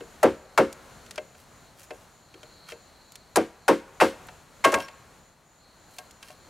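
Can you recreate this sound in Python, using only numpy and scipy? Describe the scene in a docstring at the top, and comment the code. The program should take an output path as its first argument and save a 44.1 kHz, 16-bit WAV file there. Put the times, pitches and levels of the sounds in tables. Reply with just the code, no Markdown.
"""Insects chirr and trill over faint outdoor air throughout; a light tap, then two chops into a bamboo pole.
Each chop tears fibres in noisy snaps, then sends a falling thud along the pole and rings its wall and inner air.
Fibres tick, the blade taps and scrapes; three chops follow, then three closely spaced ones with the window open.
The blade slips out with a faint narrow hiss, and taps, scrapes and a tick close the scene.
Tones are decaying sines, everything rough is filtered noise, and the knife work has a faint scattered tail."""
import sys
import numpy as np
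from scipy import signal
from scipy.fft import rfft, irfft, next_fast_len
from scipy.io import wavfile
from scipy.ndimage import uniform_filter1d

SR = 44100
rng = np.random.default_rng(int(sys.argv[2]) if len(sys.argv) > 2 else 0)


def bounce(signal):
    """Save signal as a 16-bit WAV file at the path given by the first command-line argument."""
    frames = np.transpose(np.atleast_2d(signal))
    limited = np.clip(frames, -1, 1)
    pcm = np.round(limited * 32767).astype(np.int16)
    wavfile.write(sys.argv[1], SR, pcm)


N = 286209

TIME = np.arange(N) / SR  # scene time, s
AGE = np.arange(SR // 2) / SR  # time since the start of one event, s
WINDOW_OPENS_S = 4.6  # later blows use the sound of the opened joint

# bending and ovalling modes of the pole wall: (frequency [Hz], relative level [dB], t60 [s])
WALL = [(150, -21, .2), (192, -13, .2), (229, -7, .22), (291, -1, .19), (329, 1, .18), (378, 1, .19),
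        (409, -4, .18), (468, 0, .17), (612, 2, .11), (738, -4, .14), (895, -7, .13), (960, -6, .1),
        (1500, -14, .08), (1860, -22, .09), (2440, -27, .11), (2805, -22, .13), (3240, -30, .13)]


def undb(db):
    """Decibels to gain."""
    return 10 ** (np.asarray(db) / 20)


def unit(x):
    """Scale to rms 1."""
    return x / np.sqrt(np.mean(x ** 2))


def add(out, start_s, x):
    """Mix a stereo sound in at its start time."""
    first = max(int(start_s * SR), 0)
    out[:, first:first + x.shape[1]] += x[:, :N - first]


def noise(size, side_db=-14):
    """Stereo noise, alike left and right except for a side part at side_db."""
    mid, side = rng.standard_normal((2, size))
    return mid + undb(side_db) * side * np.array([[1], [-1]])


def colour(x, curve):
    """Filter by a dB curve over octaves (log2 Hz); rms 1."""
    size = next_fast_len(x.shape[-1])
    octave = np.log2(np.maximum(np.arange(size // 2 + 1) * SR / size, 1))
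    filtered = irfft(rfft(x, size) * undb(curve(octave)), size)
    return unit(filtered[..., :x.shape[-1]])


def band(x, hz, octaves):
    """A bell-shaped band, 10 dB down at the given distance from its centre; rms 1."""
    return colour(x, lambda octave: -10 * ((octave - np.log2(hz)) / octaves) ** 2)


def burst(x, shape):
    """Noise under an envelope, carrying just the energy of that envelope."""
    return unit(x * shape) * np.sqrt(np.mean(shape ** 2))


def uneven_steps(size, hold, spread_db):
    """A gain that jumps at random within +-spread_db and holds for some samples."""
    levels_db = spread_db * (2 * rng.random(size // hold + 1) - 1)
    return np.repeat(undb(levels_db), hold)[:size]


def grains(size, spread_db):
    """Noise broken into half-millisecond snaps of uneven strength."""
    return noise(size) * uneven_steps(size, int(SR / 2000), spread_db)


def bundles(spread_db):
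    """Fibres give way in bundles: an uneven gain that steps from one to the next; rms 1."""
    hold = int(.003 * SR)  # 3 ms per bundle
    steps = uneven_steps(len(AGE), hold, spread_db)
    return unit(uniform_filter1d(steps, size=hold // 4))  # soften the steps


def fade(t60, delay=0, rise=0.00088):
    """An envelope that rises after a delay and dies away; all times in seconds."""
    t = np.maximum(AGE - delay, 0)
    return (1 - np.exp(-t / rise)) * np.exp(-np.log(1000) * t / t60)


def swell(half_s):
    """A bell-shaped envelope that peaks after twice half_s."""
    return np.exp(-(AGE / half_s - 2) ** 2)


def wander(count):
    """A slow random curve through count points; spread near 1."""
    return np.interp(TIME, np.linspace(0, TIME[-1], count), rng.standard_normal(count))


def leftward(x, pan_db):
    """Tip the stereo balance leftward by pan_db from channel to channel."""
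    return x * undb(np.array([[pan_db], [-pan_db]]) / 2)


def tilted(modes, tilt_db):
    """Tilt the modes about 600 Hz in dB per octave: a harder contact favours the higher ones."""
    return [(hz, db + tilt_db * np.log2(hz / 600), t60) for hz, db, t60 in modes]


def travel(hz):
    """Delay of bending waves, slower the lower they are down to 270 Hz, so the bass comes late."""
    return .011 * (380 / np.maximum(hz, 270)) ** 1.2


def ring(modes, path=1, phase_spread=0.091):
    """Decaying modes that swell as their waves cover the path; each blow excites them a little differently."""
    scatter_db = 2
    out = 0
    variations = rng.standard_normal((len(modes), 3))
    for k, ((hz, db, t60), (size, pitch, phase)) in enumerate(zip(modes, variations)):
        lag = path * travel(hz)
        detuned_hz = hz * (1 + .002 * pitch)
        # the phase shift is opposite left and right
        stereo_phase = phase_spread * phase * np.array([[1], [-1]])
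        tone = np.sin(2 * np.pi * detuned_hz * (AGE - lag) + stereo_phase)
        sign = (-1) ** (k // 2)  # the mode shapes face the microphone with differing signs
        out = out + sign * undb(db + scatter_db * size) * fade(t60, lag, lag / 2) * tone
    return out


def woody(x, modes, t60, ring_db):
    """Add to x the brief ring that it draws from the modes above 1 kHz."""
    brief = sum(fade(t60) * np.sin(2 * np.pi * hz * AGE) for hz, _, _ in modes if hz > 1000)
    resonance = signal.fftconvolve(x, brief[None], axes=1)[:, :len(AGE)]
    return unit(x) + undb(ring_db) * unit(resonance)


def air(blow_s):
    """The pipe modes of the hollow joint at the time of a blow: closed, or with its window open."""
    # closed joint, nearly a harmonic series: (frequency [Hz], relative level [dB], t60 [s])
    closed_joint = [(536, 1, .22), (1075, -12, .15), (1595, -12.5, .18), (2115, -16, .14), (2640, -16, .14)]
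    # joint with its window broken open: (frequency [Hz], relative level [dB], t60 [s])
    open_joint = [(553, -8, 0.26), (655, -6.5, 0.18), (936, -7.5, 0.11), (1099, -2, 0.17),
                  (1320, -16, 0.081), (1610, -6.5, .17), (1900, -34, .12), (2130, -12.5, 0.16),
                  (2697, -21.5, 0.29), (3040, -24, 0.11)]
    return open_joint if blow_s > WINDOW_OPENS_S else closed_joint


def field():
    """Faint outdoor air: noise shaped by a broad spectrum, wavering slowly in level."""
    # spectrum of the air: (frequency [Hz], relative level per Hz [dB])
    air_spectrum = [(15, -15), (25, -3.5), (87, -3.5), (180, -4.5), (285, -9), (405, -9.5), (659, -8),
                    (1400, -11.5), (2610, -19.5), (4250, -22), (5000, -24.5), (6920, -20), (8140, -25),
                    (16000, -29.5)]
    mean_db, waver_db = -55, 2.54
    hz, db = np.transpose(air_spectrum)
    hiss = colour(noise(N, side_db=-11.5), lambda octave: np.interp(octave, np.log2(hz), db))
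    return leftward(hiss, pan_db=1.54) * undb(mean_db - waver_db * wander(count=30))


def surroundings(x):
    """Ground and plants scatter back a faint mid-range tail: convolution with decaying noise."""
    wet_db, t60, build_s = -32, 0.93, 0.04
    t = np.arange(SR) / SR
    envelope = undb(-60 * t / t60) * (1 - np.exp(-t / build_s))
    echo = band(noise(SR, side_db=-36.0), 1800, 2.3) * envelope
    return undb(wet_db) * signal.fftconvolve(x, unit(echo) / np.sqrt(SR), axes=1)[:, :N]


def insects():
    """Two narrow noise bands: one chirrs in even phrases, a lower one trills louder in bouts."""
    # louder bouts of the lower insect: (start [s], end [s])
    trill_bouts = [(0, 1.53), (2.25, 3.25), (4.1, 6.49)]
    chirr_db, chirr_hz, period_s, first_peak_s = -66.5, 6900, .304, .07
    trill_db, trill_hz, rest_db, swell_db = -68, 4210, -5, 4.7

    phrase = np.clip(0.88 + 1.2 * np.cos(2 * np.pi * (TIME - first_peak_s) / period_s), 0, 1)
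    chirr = undb(chirr_db) * phrase * band(noise(N, side_db=-3), chirr_hz, .06)

    active = sum(1. * ((TIME >= start) & (TIME < end)) for start, end in trill_bouts)
    active = uniform_filter1d(active, size=SR // 8)  # soften the edges over an eighth of a second
    level_db = trill_db + rest_db * (1 - active) + swell_db * wander(count=40)
    trill = undb(level_db) * band(noise(N, side_db=-25.5), trill_hz, 0.14)
    return chirr + trill


def scrapes():
    """Blade, glove and chips slide in dense tiny slips, coloured by the wall's short high resonances."""
    # slides that swell and fade: (middle [s], half length [s], level [dB], centre [Hz])
    slides = [(1.4, 0.05, -59.5, 8000), (1.818, 0.038, -51, 6750), (1.978, 0.096, -63.5, 7000),
              (2.703, 0.026, -42.5, 2580), (4.809, 0.043, -43, 3270), (5.975, 0.075, -56.5, 12000),
              (6.285, 0.059, -52.5, 3980)]
    out = np.zeros((2, N))
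    for middle_s, half_s, db, hz in slides:
        slips = woody(grains(len(AGE), spread_db=7), WALL, t60=0.0099, ring_db=-5.5)
        envelope = swell(half_s) * bundles(spread_db=6)
        add(out, middle_s - 2 * half_s, undb(db) * envelope * band(slips, hz, 2.5))
    return out


def blade_slip():
    """The blade sings faintly as it slips out of the window: a swell of very narrow noise."""
    middle_s, half_s, db, hz = 4.838, .02, -50, 5500
    out = np.zeros((2, N))
    add(out, middle_s - 2 * half_s, undb(db) * swell(half_s) * band(noise(len(AGE)), hz, .04))
    return out


def snaps():
    """Single fibres snap under the prying blade: dry, bright ticks too light to ring the pole."""
    # fibre ticks: (time [s], level [dB], centre [Hz])
    ticks = [(0.727, -32.5, 5850), (1.062, -43, 2810), (1.109, -30.5, 3430), (1.158, -35, 3460),
             (3.12, -39, 6860), (3.155, -33.5, 4100), (4.269, -42.5, 8800), (6.109, -41, 4060)]
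    out = np.zeros((2, N))
    for s, db, hz in ticks:
        tick = burst(band(grains(len(AGE), spread_db=4), hz, 1.75), fade(t60=0.025))
        add(out, s, undb(db) * tick)
    return out


def taps():
    """A light touch clicks and rings mainly the wall modes that the spot favours, close to the blade."""
    # blade and chips knock on the pole:
    # (time [s], click level [dB], click centre [Hz], ring level [dB], centre of the favoured modes [Hz])
    knocks = [ (.006, -37.5, 1820, -35, 441), (1.178, -24, 2000, -26.5, 613),
              (1.348, -47.5, 2000, -48, 640), (1.906, -32, 2030, -28.5, 584), (2.34, -41, 2500, -46.5, 365),
              (2.43, -39, 3000, -43, 560), (2.719, -34, 2600, -35, 543), (4.285, -34.5, 1910, -36, 1080),
              (4.777, -48, 2200, -21.5, 820), (4.801, -31, 2400, -31.5, 890),
              (4.882, -34.5, 2660, -40.5, 895), (5.984, -29.5, 4230, -35, 770),
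              (6.227, -35, 3600, -38, 1400), (6.299, -51, 1900, -41.5, 700)]
    spot_db_per_octave = 24.5  # how fast the modes fall away from the favoured ones
    air_db, air_tilt_db = -15.5, 5  # joint air relative to the wall ring; tilt per octave
    out = np.zeros((2, N))
    for s, click_db, click_hz, ring_db, spot_hz in knocks:
        # taps ring a little shorter than chops
        modes = [(hz, db - spot_db_per_octave * abs(np.log2(hz / spot_hz)), 0.93 * t60)
                 for hz, db, t60 in WALL]
        joint = air(s)
        contact = woody(grains(len(AGE), spread_db=4), WALL + joint, t60=0.02, ring_db=-2)
        click = burst(band(contact, click_hz, 1.59), fade(t60=0.031))
        joint_ring = ring(tilted(joint, air_tilt_db), path=0.307)
        tones = ring(modes, path=.3) + undb(air_db) * joint_ring
        add(out, s, undb(click_db) * click + undb(ring_db) * leftward(tones, pan_db=2.5))
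    return out


def tearing(tear_s, crack_db, opened):
    """Fibres snap while the edge sinks in: a bright crack band and a lower splinter band of grains."""
    # a longer tear spreads the same crack energy and sounds duller than one of reference length
    reference_s, dulling = 0.015, 0.14
    crack_base_db, crack_base_hz, crack_fade_s = -27.5, 5450, 0.0072
    splinter_base_db, splinter_fade_s = -19, 0.0063
    splinter_share = 0.17  # dB more splintering for each dB of crack
    splinter_hz = 1440 if opened else 1111
    bite_rise_s = 0.00033

    resting = np.maximum(AGE - tear_s, 0)  # time since the edge stopped
    spreading = np.sqrt((reference_s + crack_fade_s) / (tear_s + crack_fade_s))
    bite = (1 - np.exp(-AGE / bite_rise_s)) * spreading
    uneven = bundles(spread_db=4)

    crack_hz = crack_base_hz * (reference_s / tear_s) ** dulling
    crack_noise = uneven * band(grains(len(AGE), spread_db=11.5), crack_hz, 1.26)
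    crack = burst(crack_noise, bite * np.exp(-resting / crack_fade_s))

    splinter_noise = uneven * band(grains(len(AGE), spread_db=8), splinter_hz, 1.21)
    splinter = burst(splinter_noise, bite * np.exp(-resting / splinter_fade_s))
    splinter_gain = undb(splinter_base_db + splinter_share * crack_db)
    return undb(crack_base_db + crack_db) * crack + splinter_gain * leftward(splinter, pan_db=1.5)


def thud(start_hz):
    """The first bending wave, spread by the pole into a brief tone gliding towards 300 Hz."""
    hz = 300 + (start_hz - 300) * np.exp(-AGE / .04)
    envelope = (1 - np.exp(-AGE / .003)) * np.exp(-(AGE / .04) ** 2)
    return np.sin(2 * np.pi * np.cumsum(hz) / SR) * envelope


def rattle(tilt_db):
    """Stacked poles rattle: half-octave noise bands as crowded short resonances, the low ones late."""
    # rattle relative to the wall: (frequency [Hz], level per half octave [dB], t60 [s])
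    rattle_curve = [(59.5, -43, 0.55), (107.7, -20, 0.11), (300, -12, .14), (550, -9, .13), (1000, -9, .14),
                    (2150, -21.5, 0.22), (4230, -32.5, 0.29), (8000, -36.5, 0.29), (15330, -44, 0.28)]
    f, dbs, t60s = np.transpose(rattle_curve)
    centres = 62 * 2 ** (np.arange(17) / 2)
    centre_dbs = np.interp(np.log(centres), np.log(f), dbs)
    centre_t60s = np.interp(np.log(centres), np.log(f), t60s)
    out = 0
    for hz, db, t60 in tilted(zip(centres, centre_dbs, centre_t60s), tilt_db):
        envelope = fade(t60, travel(hz), travel(hz) / 2)
        out = out + undb(db) * burst(band(noise(len(AGE)), hz, .45), envelope)
    return out


def chops():
    """Each blow tears fibres, then the pole thuds, rattles and rings in its wall and its inner air."""
    # chops: (time [s], force [dB], tearing time [s], crack [dB], thud start [Hz],
    #         wall [dB], wall tilt [dB per octave], air [dB])
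    blows = [ (0.229, -1, 0.003, -1.5, 671, 0.5, 0, -5.5), (0.576, 2.5, 0.011, -5, 784, -4, 0.5, -6),
             (3.358, -7.5, 0.003, 12.5, 1000, 3.5, 1, -3.5), (3.680, -3.5, 0.004, 3, 739, 3, 1.1, -2.5),
             (4.001, 1, 0.023, -4, 632, -2, 2.5, -2.5), (4.640, -3, 0.0108, 3.5, 890, 0, 2.5, 3.5),
             (4.719, -18.5, 0.006, 10, 677, 9, 0, -2), (4.74, -2.5, 0.00375, 1, 700, -13, 0, -7.5)]
    wall_base_db, rattle_base_db, thud_base_db, air_base_db = -12.5, -8.5, -15.5, -9.5
    open_wall_db, open_thud_db = -6.5, -3  # the pole sounds thinner once the window is open
    push_share = 0.28  # share of the tear that passes before the pole takes the blow
    out = np.zeros((2, N))
    for s, force_db, tear_s, crack_db, thud_hz, wall_db, tilt_db, air_db in blows:
        opened = s > WINDOW_OPENS_S
        wall_ring = undb(wall_base_db + opened * open_wall_db) * ring(tilted(WALL, tilt_db))
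        stack = undb(rattle_base_db) * rattle(tilt_db)
        first_wave = undb(thud_base_db + opened * open_thud_db) * thud(thud_hz)
        joint_ring = undb(air_base_db + air_db) * ring(air(s))
        pole = undb(wall_db) * (wall_ring + stack + first_wave) + joint_ring
        add(out, s, undb(force_db) * tearing(tear_s, crack_db, opened))
        # the pole radiates from a little left of the blade
        add(out, s + push_share * tear_s, undb(force_db) * leftward(pole, pan_db=1.0))
    return out


def scene():
    """Field and insects behind the knife work on the pole and its scattered tail."""
    work = scrapes() + blade_slip() + snaps() + taps() + chops()
    return field() + insects() + surroundings(work) + work


def record(dry):
    """The recorder rounds the loudest peaks, softens both ends of the range and cuts the top."""
    low_hz, high_hz, top_hz = 28, 13000, 15750
    rounded = .75 * np.tanh(dry / .75)
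    gentle = signal.butter(2, [low_hz, high_hz], "bandpass", fs=SR, output="sos")
    steep = signal.ellip(8, .2, 70, top_hz, fs=SR, output="sos")
    return signal.sosfilt(steep, signal.sosfilt(gentle, rounded))


dry = scene()
out = record(dry)
bounce(out)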